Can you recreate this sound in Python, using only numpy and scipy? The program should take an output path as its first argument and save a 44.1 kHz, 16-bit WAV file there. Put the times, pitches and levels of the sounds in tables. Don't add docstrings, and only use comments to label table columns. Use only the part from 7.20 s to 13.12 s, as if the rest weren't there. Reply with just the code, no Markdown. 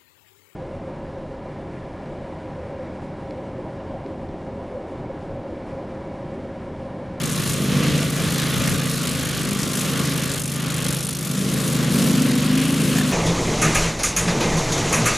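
import sys
import numpy as np
from scipy import signal
from scipy.io import wavfile
from scipy.ndimage import uniform_filter1d

SR = 44100
rng = np.random.default_rng(int(sys.argv[2]) if len(sys.argv) > 2 else 0)


def natural_amplitude(level_db):
    exponent = np.asarray(level_db, float) / 20
    return 10 ** exponent


def file_out(sig):
    cols = np.atleast_2d(sig).T
    lim = np.clip(cols, -1, 1)
    pcm = np.round(lim * 32767).astype(np.int16)
    wavfile.write(sys.argv[1], SR, pcm)


N = 261072


def rms_one(x):
    return x / np.sqrt(np.mean(x ** 2) + 1e-20)


def in_time(rows):
    s, *columns = np.transpose(rows)
    return [np.interp(np.arange(N) / SR, s, c) for c in columns]


def at_hz(points, hz):
    point_hz, value = np.array(points).T
    return np.interp(np.log(hz), np.log(point_hz), value)


def drift(rate):
    stride, settle = 40, 2000
    r = np.exp(-2 * np.pi * rate * stride / SR)
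    noise = rng.standard_normal(N // stride + settle + 2)
    slow = signal.lfilter([1], [1, -2 * r, r * r], noise)[settle:]
    return np.interp(np.arange(N) / stride, np.arange(len(slow)), rms_one(slow))


def bump(turns, at, width, lean=0.35):
    angle = 2 * np.pi * (turns - at)
    angle = angle + lean * (np.cos(angle) - 1)
    return np.exp((np.cos(angle) - 1) / (2 * np.pi * width) ** 2)


def swells(events):
    t = np.arange(N) / SR
    return sum(db * np.exp(-((t - s) / length) ** 2) for s, db, length in events)


# frequency in Hz, left-right likeness from 0 to 1.
LIKENESS = [(60, 0.1), (150, 0.83), (370, 0.83), (930, 0.95), (2330, 0.91), (7500, 0.94), (14500, 0.66)]
# frequency in Hz, left minus right in dB.
TILT = [(60, -1), (150, 5), (370, -1.5), (930, 4), (2330, 0), (5810, -0.5), (14500, 5)]


def bands(spectrum, patchy_db, grit_db):
    low, top = np.log2(spectrum[0][0]), np.log2(spectrum[-1][0])
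    edges = 2 ** np.linspace(low, top, int(3 * (top - low)) + 2)
    white = rng.standard_normal((2, 2, N)) * natural_amplitude(grit_db * drift(320))
    out, together = 0, drift(8.7)
    for k, (a, b) in enumerate(zip(edges, edges[1:])):
        band = signal.butter(2, [a, b], "band", fs=SR, output="sos")
        mid, side = signal.sosfilt(band, white[k % 2])
        hz = np.sqrt(a * b)
        alike = np.clip(at_hz(LIKENESS, hz), 0, 1)
        flicker_db = patchy_db * (0.28 * together + drift(7.0))
        gain = natural_amplitude(at_hz(spectrum, hz) + flicker_db)
        lean = natural_amplitude(at_hz(TILT, hz) * np.array([[.5], [-.5]]))
        pair = np.sqrt(1 + alike) * mid + np.sqrt(1 - alike) * side * [[1], [-1]]
        out = out + gain * lean * pair
    return rms_one(out)


def partial(turns, multiple, wobble_db, wander, rate):
    level = np.sqrt(2) * natural_amplitude(wobble_db * drift(rate))
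    return level * np.cos(2 * np.pi * multiple * turns + wander * drift(rate))


# time in seconds, engine cycles per second, blade passes per second.
SHAFT_SPEED = [(0.0, 27.09, 49.83), (0.4, 26.89, 49.15), (0.8, 27.15, 49.83), (1.4, 27.39, 50.32),
               (1.8, 27.57, 50.75), (2.3, 26.99, 49.63), (3.2, 27.0, 49.63), (3.6, 26.66, 48.8),
               (3.9, 26.86, 49.41), (4.2, 26.77, 49.03), (4.6, 25.97, 47.3), (4.9, 25.79, 46.02),
               (5.1, 24.57, 44.09), (5.2, 24.86, 44.7), (5.45, 26.44, 48.03), (5.6, 26.84, 48.92),
               (5.8, 25.36, 46.34), (5.92, 24.94, 45.59)]


def shafts():
    cycle_rate, pass_rate = in_time(SHAFT_SPEED)
    return np.cumsum(cycle_rate) / SR, np.cumsum(pass_rate) / SR


# time in seconds, drone level in dB, load in dB.
EFFORT = [(0, -32, 0), (.3, -31.5, -9), (.6, -26.5, -10), (.95, -30, 0), (1.25, -27.5, -3.5),
          (2.0, -33, -2.5), (2.4, -34.5, -4), (2.9, -28.5, 3), (3.2, -35, 0), (3.6, -28, -6),
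          (4.0, -35, -12), (4.3, -29, -2.5), (4.65, -28, 5), (4.8, -32.5, 13.5), (5.12, -33, 21.5),
          (5.5, -32, 16), (5.68, -28, 7), (5.92, -33, 16)]


def engine_effort():
    return in_time(EFFORT)


# multiple of the engine cycle, level in dB against the drone, share of load from 0 to 1.
ENGINE_ORDERS = [(2.03, -18, 0.1), (3.01, -16.5, 0), (3.94, -23, 0), (5.047, 0.5, 0), (6.035, 1.5, 0.24),
                 (7, -9, 0.27), (8, -11.5, 1), (9.05, -13, 0.8), (10, -9, 0.96), (11.1, -16, 1),
                 (12, -31.5, 0.7), (12.92, -15.5, 0.44), (14.3, -23, 0.54), (15.04, -25, 0.3),
                 (15.98, -19.5, 0.4), (17, -20.5, 0.3), (18.9, -24.5, 0), (20.18, -18.5, 0),
                 (20.87, -28, 0.6), (22.2, -19, 0.3), (24.2, -24, 0.47)]


def exhaust(cycles, drone_db, load_db):
    out = 0
    for multiple, db, share in ENGINE_ORDERS:
        order = round(multiple)
        turns = cycles - 0.57 + 0.0275 * order
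        tone = partial(turns, order, wobble_db=1.0 + 1.5 * share, wander=.15 + .45 * share, rate=4.0)
        out = out + natural_amplitude(drone_db + db + share * load_db) * tone
    return out


# firing point as a share of the cycle, strength in dB.
FIRINGS = [(.03, 1), (.42, 1)]


def firings(cycles, width):
    return sum(natural_amplitude(db) * bump(cycles, at, width) for at, db in FIRINGS)


# multiple of the engine cycle, level in dB against the clatter.
CASING_ORDERS = [(30, -22.5), (32, -29), (36, -27), (38, -36), (39, -20.5), (40, -19.5), (42, -17.5),
                 (43, -18), (44, -22.5), (45, -18), (47, -22), (50, -21.5), (52, -21), (54, -20.5)]
# frequency in Hz, density in dB per Hz.
CLATTER = [(600, -20), (900, -9.5), (1150, -2.5), (1500, 1.5), (2200, -0.5), (2800, 0), (3800, -0.5),
           (4800, -7.5), (7000, -7)]


def casing(cycles, clatter_db, load_db, puff):
    lines = 0
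    for k, db in CASING_ORDERS:
        turns = cycles + k ** 2 / 97
        lines = lines + natural_amplitude(db) * partial(turns, k, wobble_db=3, wander=0.72, rate=5.7)
    throb = 1 + (.5 + 1.3 * puff) * firings(cycles, width=0.1)
    shell_hz, shell_width_hz = 2780, 550
    resonance = signal.iirpeak(shell_hz, shell_hz / shell_width_hz, SR)
    shell = signal.lfilter(*resonance, rng.standard_normal(N))
    lag_s = 0.32
    late_load_db = np.interp(np.arange(N) - lag_s * SR, np.arange(N), load_db)
    rasp = natural_amplitude(-14.5 + .5 * late_load_db) * rms_one(shell)
    noise = bands(CLATTER, patchy_db=1.1, grit_db=1.0) + rasp
    return natural_amplitude(clatter_db) * (lines + natural_amplitude(1.29) * rms_one(throb * noise))


# time in seconds, thickness as thump in dB, dryness as slash depth from 0 to 1.
GRASS = [(0, -41, 0.76), (.3, -39, 0.3), (.6, -27.5, 0.1), (.8, -31.5, 0.26), (1.2, -40, 0.42),
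         (1.6, -39.5, 0.55), (1.8, -44.5, 0.6), (2.3, -35, 0.6), (2.7, -37.5, 0.33), (3.0, -44, 0.67),
         (4.0, -42, 0.76), (4.25, -34, 0), (4.6, -34.5, .4), (4.82, -30, 0.16), (5.0, -31.5, 0.5),
         (5.45, -48, 0.5), (5.62, -36, 0), (5.92, -37, 0.17)]


def grass():
    thump_db, slash = in_time(GRASS)
    return thump_db, np.clip(slash, 0, 1)


# multiple of the blade pass, level in dB against the thump.
BLADE_ORDERS = [(2, -14.5), (2.5, -22), (3, -1), (3.5, -14), (4, 2), (4.5, -10), (5, 0), (6, -9), (7, -8),
                (8, -10), (9, -10.5), (10, -12), (11, -14.5), (13, -18.5)]
# frequency in Hz, density in dB per Hz.
ROAR = [(60, -12), (110, -9.5), (160, 1), (250, 2.5), (330, -7), (520, -5), (700, -16), (950, -17.5),
        (1400, -25)]


def deck(cycles, passes, thump_db, roar_db):
    beat = sum(natural_amplitude(db) * partial(passes, k, wobble_db=3.0, wander=.5, rate=3.47) for k, db in BLADE_ORDERS)
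    chug = rms_one(1 + 0.32 * bump(cycles, at=0.33, width=0.13))
    roar = chug * bands(ROAR, patchy_db=1.0, grit_db=0.2)
    return natural_amplitude(thump_db) * beat + natural_amplitude(roar_db + 2.0) * roar


# time in seconds, point as a share of a pass.
SLASH_AT = [(0, 0.78), (1, 0.57), (3, 0.51), (4.2, 0.5), (4.5, 0.43), (5.2, 0.53), (5.92, 0.41)]


def since_slash(passes):
    return passes - in_time(SLASH_AT)[0]


# frequency in Hz, density in dB per Hz.
SWISH = [(2000, -15), (3500, -3), (5000, -3), (7000, 1), (10000, -0.5), (11500, 3), (13000, 1),
         (15500, -18)]


def swish(cycles, passes, swish_db, slash, puff):
    since = since_slash(passes)
    count = int(passes[-1]) + 2
    strength, early = rng.standard_normal((count, 2)).T
    which = np.clip(np.floor(since + .5).astype(int) + 1, 0, count - 1)
    hump = bump(since, 0.065 * early[which], width=0.14 - 0.055 * slash, lean=1.0)
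    burst = natural_amplitude(1.1 * strength[which]) * hump
    steady = np.clip(1 - 1.28 * slash, 0, 1) * np.clip(1 - 1.1 * puff, 0, 1)
    gate = 0.081 + steady + 2.4 * slash * burst + 5.5 * puff * firings(cycles, width=0.081)
    gate = gate / np.sqrt(uniform_filter1d(gate ** 2, size=SR // 8))
    return natural_amplitude(swish_db + 3.5) * gate * bands(SWISH, patchy_db=1.04, grit_db=2.5)


# time in seconds, extra swish in dB, length in seconds.
TUFTS = [(.05, 3, 0.15), (.3, 4, 0.066), (1.02, 1, 0.044), (1.5, 4, 0.067), (1.85, 2.5, .08),
         (2.43, 2.5, 0.045), (2.62, 3.5, .1), (3.05, 3, 0.18), (3.7, 2.5, 0.063), (4.35, 1.5, .15),
         (4.9, 4.5, .17), (5.77, 4, .04), (5.92, 0, 0.035)]


def tufts():
    return swells(TUFTS)


# time in seconds, level in dB.
CARRY = [(0, -2), (.43, -2), (.64, 3.5), (.91, -0.5), (1.05, 2), (1.5, 3), (1.65, 0), (2.3, -0.5),
         (2.5, -2.5), (2.8, 2), (3.19, -3), (3.24, -8.5), (3.45, -1.5), (3.68, -1.5), (3.91, -9.5),
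         (4.2, -4.5), (4.7, 2), (5.92, 1.5)]


def carry():
    return in_time(CARRY)[0]


# time in seconds, lift over the breeze in dB, length in seconds.
GUSTS = [
    (.28, 5, .06),
    (.72, 6, .06),
    (1.05, 6, .04),
    (1.38, 12, .04),
    (1.51, 11, .06),
    (2.1, 4, 0.4),
    (3.72, 6, 0.11),
    (4.8, -2, .05),
    (5.55, 8, .25),
]


def breeze():
    return -33 - 1.7 * np.arange(N) / SR + swells(GUSTS)


# frequency in Hz, density in dB per Hz.
WIND = [(25, -21), (45, -10), (70, -4.5), (100, -0.5), (125, -2), (150, -30)]


def wind(wind_db):
    return natural_amplitude(wind_db - 3) * bands(WIND, patchy_db=1.5, grit_db=.3)


def rings(events, decay_s, trim_db):
    out, t = np.zeros(N), np.arange(SR // 20) / SR
    rough = 1 + 0.7 * rng.standard_normal((len(events), len(t)))
    shape = np.e * t / decay_s * np.exp(-t / decay_s)
    for (s, db, hz), grain in zip(events, rough):
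        i = round(s * SR)
        ring = natural_amplitude(db + trim_db) * shape * grain * np.sin(2 * np.pi * hz * t)
        out[i:i + len(t)] += ring[:N - i]
    return out


# start in seconds, end in seconds, level in dB, pitch in Hz.
DRY_PATCHES = [
    (3.19, 3.37, -12.5, 9680),
    (3.65, 3.94, -9.5, 9900),
    (3.94, 4.04, -11.5, 7660),
]


def dry_snaps(passes):
    since = since_slash(passes) + .04
    times = np.flatnonzero(np.diff(np.floor(since)) > 0) / SR
    chance = rng.standard_normal((400, 2))
    snaps = []
    for start, end, db, hz in DRY_PATCHES:
        for s, (a, b) in zip(times, chance):
            if start < s < end:
                snaps.append((s, db + 2.5 * a, hz + 900 * b))
    return snaps


# time in seconds, peak in dB, pitch in Hz.
LONE_SNAPS = [
    (0.1775, -8, 3800),
    (1.8711, -19, 3760),
    (2.3096, -10, 8800),
    (2.4329, -7, 5400),
    (3.0365, -10, 5980),
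    (3.4994, -20, 3610),
    (3.8916, -3.5, 10350),
    (4.8973, -7, 6870),
    (4.9342, -11, 7100),
]


def stem_snaps(passes):
    return rings(LONE_SNAPS + dry_snaps(passes), decay_s=0.00037, trim_db=-10)


# time in seconds, peak in dB, ring in Hz.
KNOCKS = [
    (0.829, -19, 630),
    (3.219, -30, 500),
    (3.659, -18, 506),
    (5.738, -13, 1250),
    (5.759, -16, 686),
    (5.782, -1.5, 214),
    (5.784, -14, 760),
    (5.785, -11, 1790),
    (5.81, -9, 1765),
]


def deck_knocks():
    return rings(KNOCKS, decay_s=0.0026, trim_db=-13.0)


def scene():
    cycles, passes = shafts()
    drone_db, load_db = engine_effort()
    thump_db, slash = grass()
    carry_db, tuft_db = carry(), tufts()
    puff = 0.054
    roar_db = -32 + 0.75 * carry_db + .15 * (thump_db - thump_db.mean()) + 0.44 * tuft_db
    clatter_db = -32.5 + 0.87 * carry_db - 0.06 * load_db + 0.14 * tuft_db
    swish_db = -35 + 0.081 * carry_db + tuft_db + 0.17 * slash + 1.0 * drift(4.0)
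    body = exhaust(cycles, drone_db, load_db) + deck(cycles, passes, thump_db, roar_db)
    bank = natural_amplitude(-27.5) * np.roll(body, round(0.0107 * SR), axis=1) * [[1], [-1]]
    mower = body + bank + casing(cycles, clatter_db, load_db, puff)
    mower = mower + swish(cycles, passes, swish_db, slash, puff)
    mower = mower + stem_snaps(passes) + deck_knocks()
    pan_db = np.linspace(-.4, .4, N)
    return mower * natural_amplitude(pan_db * [[.5], [-.5]]) + wind(breeze())


def top_cut(x):
    return signal.sosfilt(signal.butter(12, 15100, fs=SR, output="sos"), x)


def record(dry):
    x = signal.sosfilt(signal.butter(2, 30, "high", fs=SR, output="sos"), dry)
    cavity_hz, cavity_width_hz = 11700, 1600
    cavity = signal.iirpeak(cavity_hz, cavity_hz / cavity_width_hz, SR)
    x = x - 0.63 * signal.lfilter(*cavity, x)
    top_hz, edge_hz = 13850, 14500
    edge = signal.sosfilt(signal.butter(4, [top_hz, edge_hz], "band", fs=SR, output="sos"), x)
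    bright = uniform_filter1d(edge.mean(0) ** 2, size=round(.014 * SR))
    is_open = 1. * (bright > np.quantile(bright, 1 - .1))
    gate = uniform_filter1d(is_open, size=SR // 200)
    x = signal.sosfilt(signal.ellip(10, .2, 65, top_hz, fs=SR, output="sos"), x)
    return top_cut(x + natural_amplitude(-13) * gate * edge)


dry = scene()
out = record(dry)
file_out(out)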